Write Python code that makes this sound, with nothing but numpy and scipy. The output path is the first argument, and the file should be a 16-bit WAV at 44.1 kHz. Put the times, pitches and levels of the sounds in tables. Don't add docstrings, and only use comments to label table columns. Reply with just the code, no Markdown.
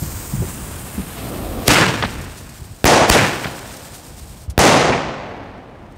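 import sys
import numpy as np
from scipy import signal
from scipy.fft import rfft, irfft, next_fast_len
from scipy.io import wavfile

SR = 44100
rng = np.random.default_rng(int(sys.argv[2]) if len(sys.argv) > 2 else 0)


def master(y):
    cut = np.clip(np.atleast_2d(y).T, -1, 1)
    pcm = np.round(cut * 32767)
    wavfile.write(sys.argv[1], SR, pcm.astype(np.int16))


N = 263277
TIME_S = np.arange(N) / SR

# f/Hz, level/dB
TOWN_SPECTRUM = [(60, 0), (300, -11.5), (700, -7.5), (1500, -20.5), (3000, -23), (6000, -33), (15000, -48)]
RUMBLE_SPECTRUM = [(15, -45.5), (25, 10.5), (64, 4.5), (81, 4.5), (236, -5.5), (394, -14.5), (430, -17),
                   (464, -24.5), (500, -15.5), (650, -51.5), (1100, -120)]
FLAME_SPECTRUM = [(300, 1), (600, -0.5), (1100, -1), (2000, -5), (3800, -5.5), (5500, -8), (7000, -10.5),
                  (10000, -45.5)]
FUSE_SPECTRUM = [(2940, -54.5), (5000, -5.5), (5550, -13), (6460, -7), (7100, -3.5), (8540, 0.5),
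                 (10500, -6.5), (12300, -3), (14900, -3.5), (15500, -5)]
TUBE_SPECTRUM = [(120, -34.5), (200, 2.5), (237, 4.5), (613, -1.5), (689, -0.5), (897, -14), (1170, -9),
                 (2500, -43.5), (3250, -53.5), (5500, -120)]
STAR_SPECTRUM = [(2940, -9), (5000, -5), (6340, -7), (8500, -1), (10800, -11), (14000, -8), (15500, -13.5)]
# t/s, level/dB, f/Hz
MIC_BUMPS = [(0.017, -15.5, 153), (0.329, -12.5, 130), (0.37, -10, 115), (.398, -11, 124),
             (.418, -20.5, 381), (0.976, -13.5, 191), (1.229, -21, 122), (2.598, -22, 73.6),
             (2.7, -25, 88.5), (4.208, -27, 69), (4.478, -15, 75.6)]
# t/s, relative level/dB, length/s
STAR_SPITS = [(2.213, -24, .0074), (2.369, -26, 0.027), (2.493, -26, 0.0065), (3.767, -23, .0074),
              (3.94, -24.5, .02), (4.499, -24.5, 0.011)]
# f/Hz, level/dB
LIFT_ECHO_SPECTRUM = [(24, -43), (40, -10.5), (80, -9.5), (114, 9), (260, -3.5), (333, -2), (591, -7),
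                      (881, -7), (1160, -9.5), (1770, -8), (1910, -11.5), (2770, -12), (3560, -17.5),
                      (8110, -24), (15500, -42.5)]
BURST_ECHO_SPECTRUM = [(35, -50), (60, -14.5), (139, 1), (183, -4.5), (231, -1), (376, -2), (413, -3.5),
                       (642, -2.5), (688, -1.5), (1380, -10), (2050, -10.5), (3670, -17), (6410, -18),
                       (9300, -25), (15500, -45.5)]
# delay/s, relative level/dB, f/Hz, width/Hz, length/s
LIFT_SLAPS = [(.021, -9.5, 2200, 5000, 0.0053), (.073, -12, 2200, 2000, 0.0089),
              (.136, -15, 1660, 1400, .025), (.3415, -13.5, 1700, 3800, .0055),
              (.344, -22, 150, 190, 0.037), (.354, -10.5, 800, 2010, 0.0031),
              (.362, -21, 1480, 3970, 0.0098)]
# delay/s, relative level/dB, f/Hz, width/Hz, length/s
BURST_SLAPS = [(.035, -10, 5650, 1290, .002), (.074, -13, 557, 797, .026), (.154, -12.5, 593, 900, 0.029),
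               (.304, -11, 440, 950, 0.029), (.34, -16, 2150, 850, .016), (.395, -21.5, 1920, 1507, .009)]
# t/s, blast/dB, echo/dB, echo hold/s, echo tilt/(dB/oct), echo bass/dB,
# spark rush/dB, slaps/dB, stars/dB
LIFT_CHARGES = [(1.6824, 2, -8.5, 0.14, 1, -2, -12.5, 0, -35),
                (3.1011, 6.5, -12.5, 0.14, 0.5, -6, -14, -6, -32.5)]
# t/s, blast/dB, echo/dB, echo hold/s, echo tilt/(dB/oct), echo bass/dB, slaps/dB
SHELL_BURSTS = [(2.843, 3, -8.5, 0.17, -0.1, -3.5, 0.5), (4.5788, 5.5, -8.5, 0.23, 0.14, -1.5, -3)]

MIC_STOP_S = 2.25


def undb(db):
    return 10 ** (np.asarray(db) / 20)


def unit(x):
    return x / np.sqrt(np.mean(x ** 2))


def add(out, at_s, x):
    i = int(at_s * SR)
    out[i:i + len(x)] += x[:len(out) - i]


def until(at_s, fade_s):
    return .5 - .5 * np.tanh(.5 * (TIME_S - at_s) / fade_s)


def walk(rate_hz):
    steps = rng.standard_normal(N // 20)
    return np.interp(TIME_S * rate_hz, np.arange(len(steps)), steps)


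def colour(x, spectrum, tilt_db_oct=0, bass_db=0):
    size = next_fast_len(len(x))
    f_hz = np.fft.rfftfreq(size, 1 / SR) + 1
    points_hz, points_db = np.transpose(spectrum)
    gain_db = np.interp(np.log(f_hz), np.log(points_hz), points_db)
    gain_db += tilt_db_oct * np.log2(f_hz) + bass_db / (1 + (f_hz / 220) ** 4)
    return unit(irfft(rfft(x, size) * undb(gain_db), size)[:len(x)])


def band_noise(size, centre_hz, width_hz):
    f_hz = np.fft.rfftfreq(size, 1 / SR)
    bell = np.exp(-2 * ((f_hz - centre_hz) / width_hz) ** 2)
    return unit(irfft(rfft(rng.standard_normal(size)) * bell, size))


def puff(centre_hz, width_hz, length_s):
    age = 2 * TIME_S[:SR // 4] / length_s
    envelope = age * np.exp(1 - age)
    noise = band_noise(len(age), centre_hz, width_hz)
    return unit(envelope * noise) * np.sqrt(np.mean(envelope ** 2))


def grains(size, rate_hz, spread_db):
    hits = rng.random(size) < rate_hz / SR
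    return unit(hits * rng.standard_normal(size) * undb(spread_db * rng.standard_normal(size)))


def town(level_db=-48):
    return colour(rng.standard_normal(N), TOWN_SPECTRUM) * undb(level_db + walk(4))


def handling(moving_db=-29, still_db=-39, bump_s=0.019):
    rumble_db = still_db + (moving_db - still_db) * until(MIC_STOP_S, fade_s=0.09)
    out = colour(rng.standard_normal(N), RUMBLE_SPECTRUM) * undb(rumble_db + 2 * walk(15))
    t_s = TIME_S[:SR // 4]
    age = 2 * t_s / bump_s
    for at_s, level_db, f_hz in MIC_BUMPS:
        ring = age * np.exp(1 - age) * np.sin(2 * np.pi * f_hz * t_s)
        thud = puff(f_hz, 1.5 * f_hz, bump_s)
        add(out, at_s, undb(level_db) * (0.62 * ring + 0.4 * thud))
    return out


def burning(hiss_gain, flame_gain, hiss_spectrum, flicker_db, spark_rate_hz):
    hiss = colour(grains(N, spark_rate_hz, spread_db=-1.5), hiss_spectrum)
    flame = colour(grains(N, spark_rate_hz, spread_db=3.5), FLAME_SPECTRUM)
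    flame *= undb(1 + 0.56 * walk(29))
    return (hiss * hiss_gain + flame * flame_gain) * undb(flicker_db * walk(81))


def smoulder(level_db=-73.5, rekindle_s=5.8, rise_db_per_s=48):
    gain = undb(level_db + rise_db_per_s * np.maximum(TIME_S - rekindle_s, 0))
    return burning(gain, gain * undb(4), STAR_SPECTRUM, flicker_db=4.7, spark_rate_hz=12000)


def fuse(hiss_1m_db=-34, flame_db=-38, start_m=0.92, retreat_m_per_s=0.55):
    distance_m = start_m + retreat_m_per_s * np.minimum(TIME_S, MIC_STOP_S)
    hiss_gain = undb(hiss_1m_db) / distance_m
    fizz = burning(hiss_gain, undb(flame_db), FUSE_SPECTRUM, flicker_db=-1, spark_rate_hz=20000)
    extra_path_m = 0.049 / distance_m
    return fizz + 0.34 * np.interp(TIME_S - extra_path_m / 343, TIME_S, fizz)


def tube(entry_s=1.16, flare_db=-38, attack_s=0.01, start_db=-34.5, rise_db_per_s=15.5):
    flare = undb(flare_db) * puff(1100, 6500, 0.07)
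    age_s = np.maximum(TIME_S - entry_s, 0)
    attack = 1 - np.exp(-age_s / attack_s)
    swell = undb(start_db + rise_db_per_s * age_s + 0.81 * walk(40))
    out = colour(rng.standard_normal(N), TUBE_SPECTRUM) * attack * swell
    add(out, entry_s, flare)
    return out


def stars(climb_s=0.37, burn_s=1.356, flame_db=5, flame_db_per_s=-12.5, spit_db=-13):
    hiss_gain, flame_gain = np.zeros(N), np.zeros(N)
    for at_s, *_, stars_db in LIFT_CHARGES:
        age_s = np.maximum(TIME_S - at_s, 0)
        alight = (TIME_S > at_s) * until(at_s + burn_s, fade_s=0.013)
        gain = undb(stars_db) / (1 + age_s / climb_s) * alight
        hiss_gain += gain
        flame_gain += gain * undb(flame_db + flame_db_per_s * age_s)
    sputter = undb(0.6 * walk(22))
    out = burning(hiss_gain * sputter, flame_gain, STAR_SPECTRUM, flicker_db=1.7, spark_rate_hz=12000)
    for at_s, level_db, length_s in STAR_SPITS:
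        add(out, at_s - .002, undb(level_db + spit_db) * puff(7200, 10000, length_s))
    return out


def street(spectrum, tilt_db_oct, bass_db, hold_s, fall_power, build_s, patchy_db, rate_hz):
    size = 3 * SR
    t_s = TIME_S[:size]
    echoes = grains(size, rate_hz, spread_db=1.5) * undb(patchy_db * walk(130)[:size])
    paving_bounce = 0.035 * np.roll(echoes, int(.00405 * SR))
    echoes = colour(echoes + paving_bounce, spectrum, tilt_db_oct, bass_db)
    f_hz, delay_s, frames = signal.stft(echoes, SR, nperseg=512)
    loss_db = 1.88 * (f_hz[:, None] / 1000) ** 1.484 * (delay_s - .07)
    echoes = signal.istft(frames * undb(-loss_db), SR)[1][:size]
    return echoes * (1 - np.exp(-t_s / build_s)) / np.sqrt(1 + (t_s / hold_s) ** fall_power)


def slaps(reflections):
    out = np.zeros(SR)
    for delay_s, level_db, centre_hz, width_hz, length_s in reflections:
        add(out, delay_s, undb(level_db) * puff(centre_hz, width_hz, length_s))
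    return out


def blast(level_db, push_s, suck_s, kick_s=.00012):
    t_s = TIME_S[:int((push_s + suck_s) * SR)]
    push = 1 - .5 * t_s / push_s
    suction = -.6 * (1 - (t_s - push_s) / suck_s)
    wave = np.where(t_s < push_s, push, suction)
    return undb(level_db) * np.where(t_s < kick_s, -wave, wave)


def lifts(jet_db=4, jet_s=0.0022, leak_db=-17, leak_s=0.011):
    out = np.zeros(N)
    lead_s = TIME_S[:SR // 20][::-1]
    swell = undb(jet_db) * np.exp(-(lead_s / jet_s) ** 2) + undb(leak_db) * np.exp(-lead_s / leak_s)
    for at_s, blast_db, echo_db, hold_s, tilt_db_oct, bass_db, rush_db, slaps_db, _ in LIFT_CHARGES:
        add(out, at_s - lead_s[0], swell * band_noise(len(lead_s), 3000, 15000))
        add(out, at_s, blast(blast_db, push_s=0.00093, suck_s=0.012))
        rush = puff(3300, 10000, 0.039)
        add(out, at_s + .011, undb(rush_db - 2.5 + 2.7 * walk(310)[:len(rush)]) * rush)
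        echoes = street(LIFT_ECHO_SPECTRUM, tilt_db_oct, bass_db, hold_s,
                        fall_power=4.34, build_s=0.00057, patchy_db=1, rate_hz=4500)
        add(out, at_s + .007, undb(echo_db) * echoes)
        add(out, at_s, undb(slaps_db) * slaps(LIFT_SLAPS))
    return out


def bursts(near_slap_db=-5):
    out = np.zeros(N)
    for at_s, blast_db, echo_db, hold_s, tilt_db_oct, bass_db, slaps_db in SHELL_BURSTS:
        add(out, at_s, blast(blast_db, push_s=0.0011, suck_s=0.0078))
        near_slap = puff(14100, 3500, 0.00027) + puff(1500, 3000, 0.00034)
        add(out, at_s + .0108, undb(near_slap_db) * near_slap)
        echoes = street(BURST_ECHO_SPECTRUM, tilt_db_oct, bass_db, hold_s,
                        fall_power=4.285, build_s=0.00096, patchy_db=0.66, rate_hz=12000)
        add(out, at_s + .0105, undb(echo_db) * echoes)
        add(out, at_s, undb(slaps_db) * slaps(BURST_SLAPS))
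    return out


def scene():
    before_lift = TIME_S < LIFT_CHARGES[0][0]
    mix = town() + (fuse() + tube()) * before_lift + lifts() + stars() + smoulder() + bursts()
    return (mix + handling())[None]


def record(dry, ceiling=0.69, low_cut_hz=46, high_cut_hz=15700):
    pinned = dry / (1 + (dry / ceiling) ** 10) ** (1 / 10)
    low_cut = signal.butter(4, low_cut_hz, "high", fs=SR, output="sos")
    high_cut = signal.ellip(12, .2, 80, high_cut_hz, fs=SR, output="sos")
    clipped = np.clip(signal.sosfilt(low_cut, pinned), -1, 1)
    return signal.sosfilt(high_cut, clipped)


dry = scene()
out = record(dry)
master(out)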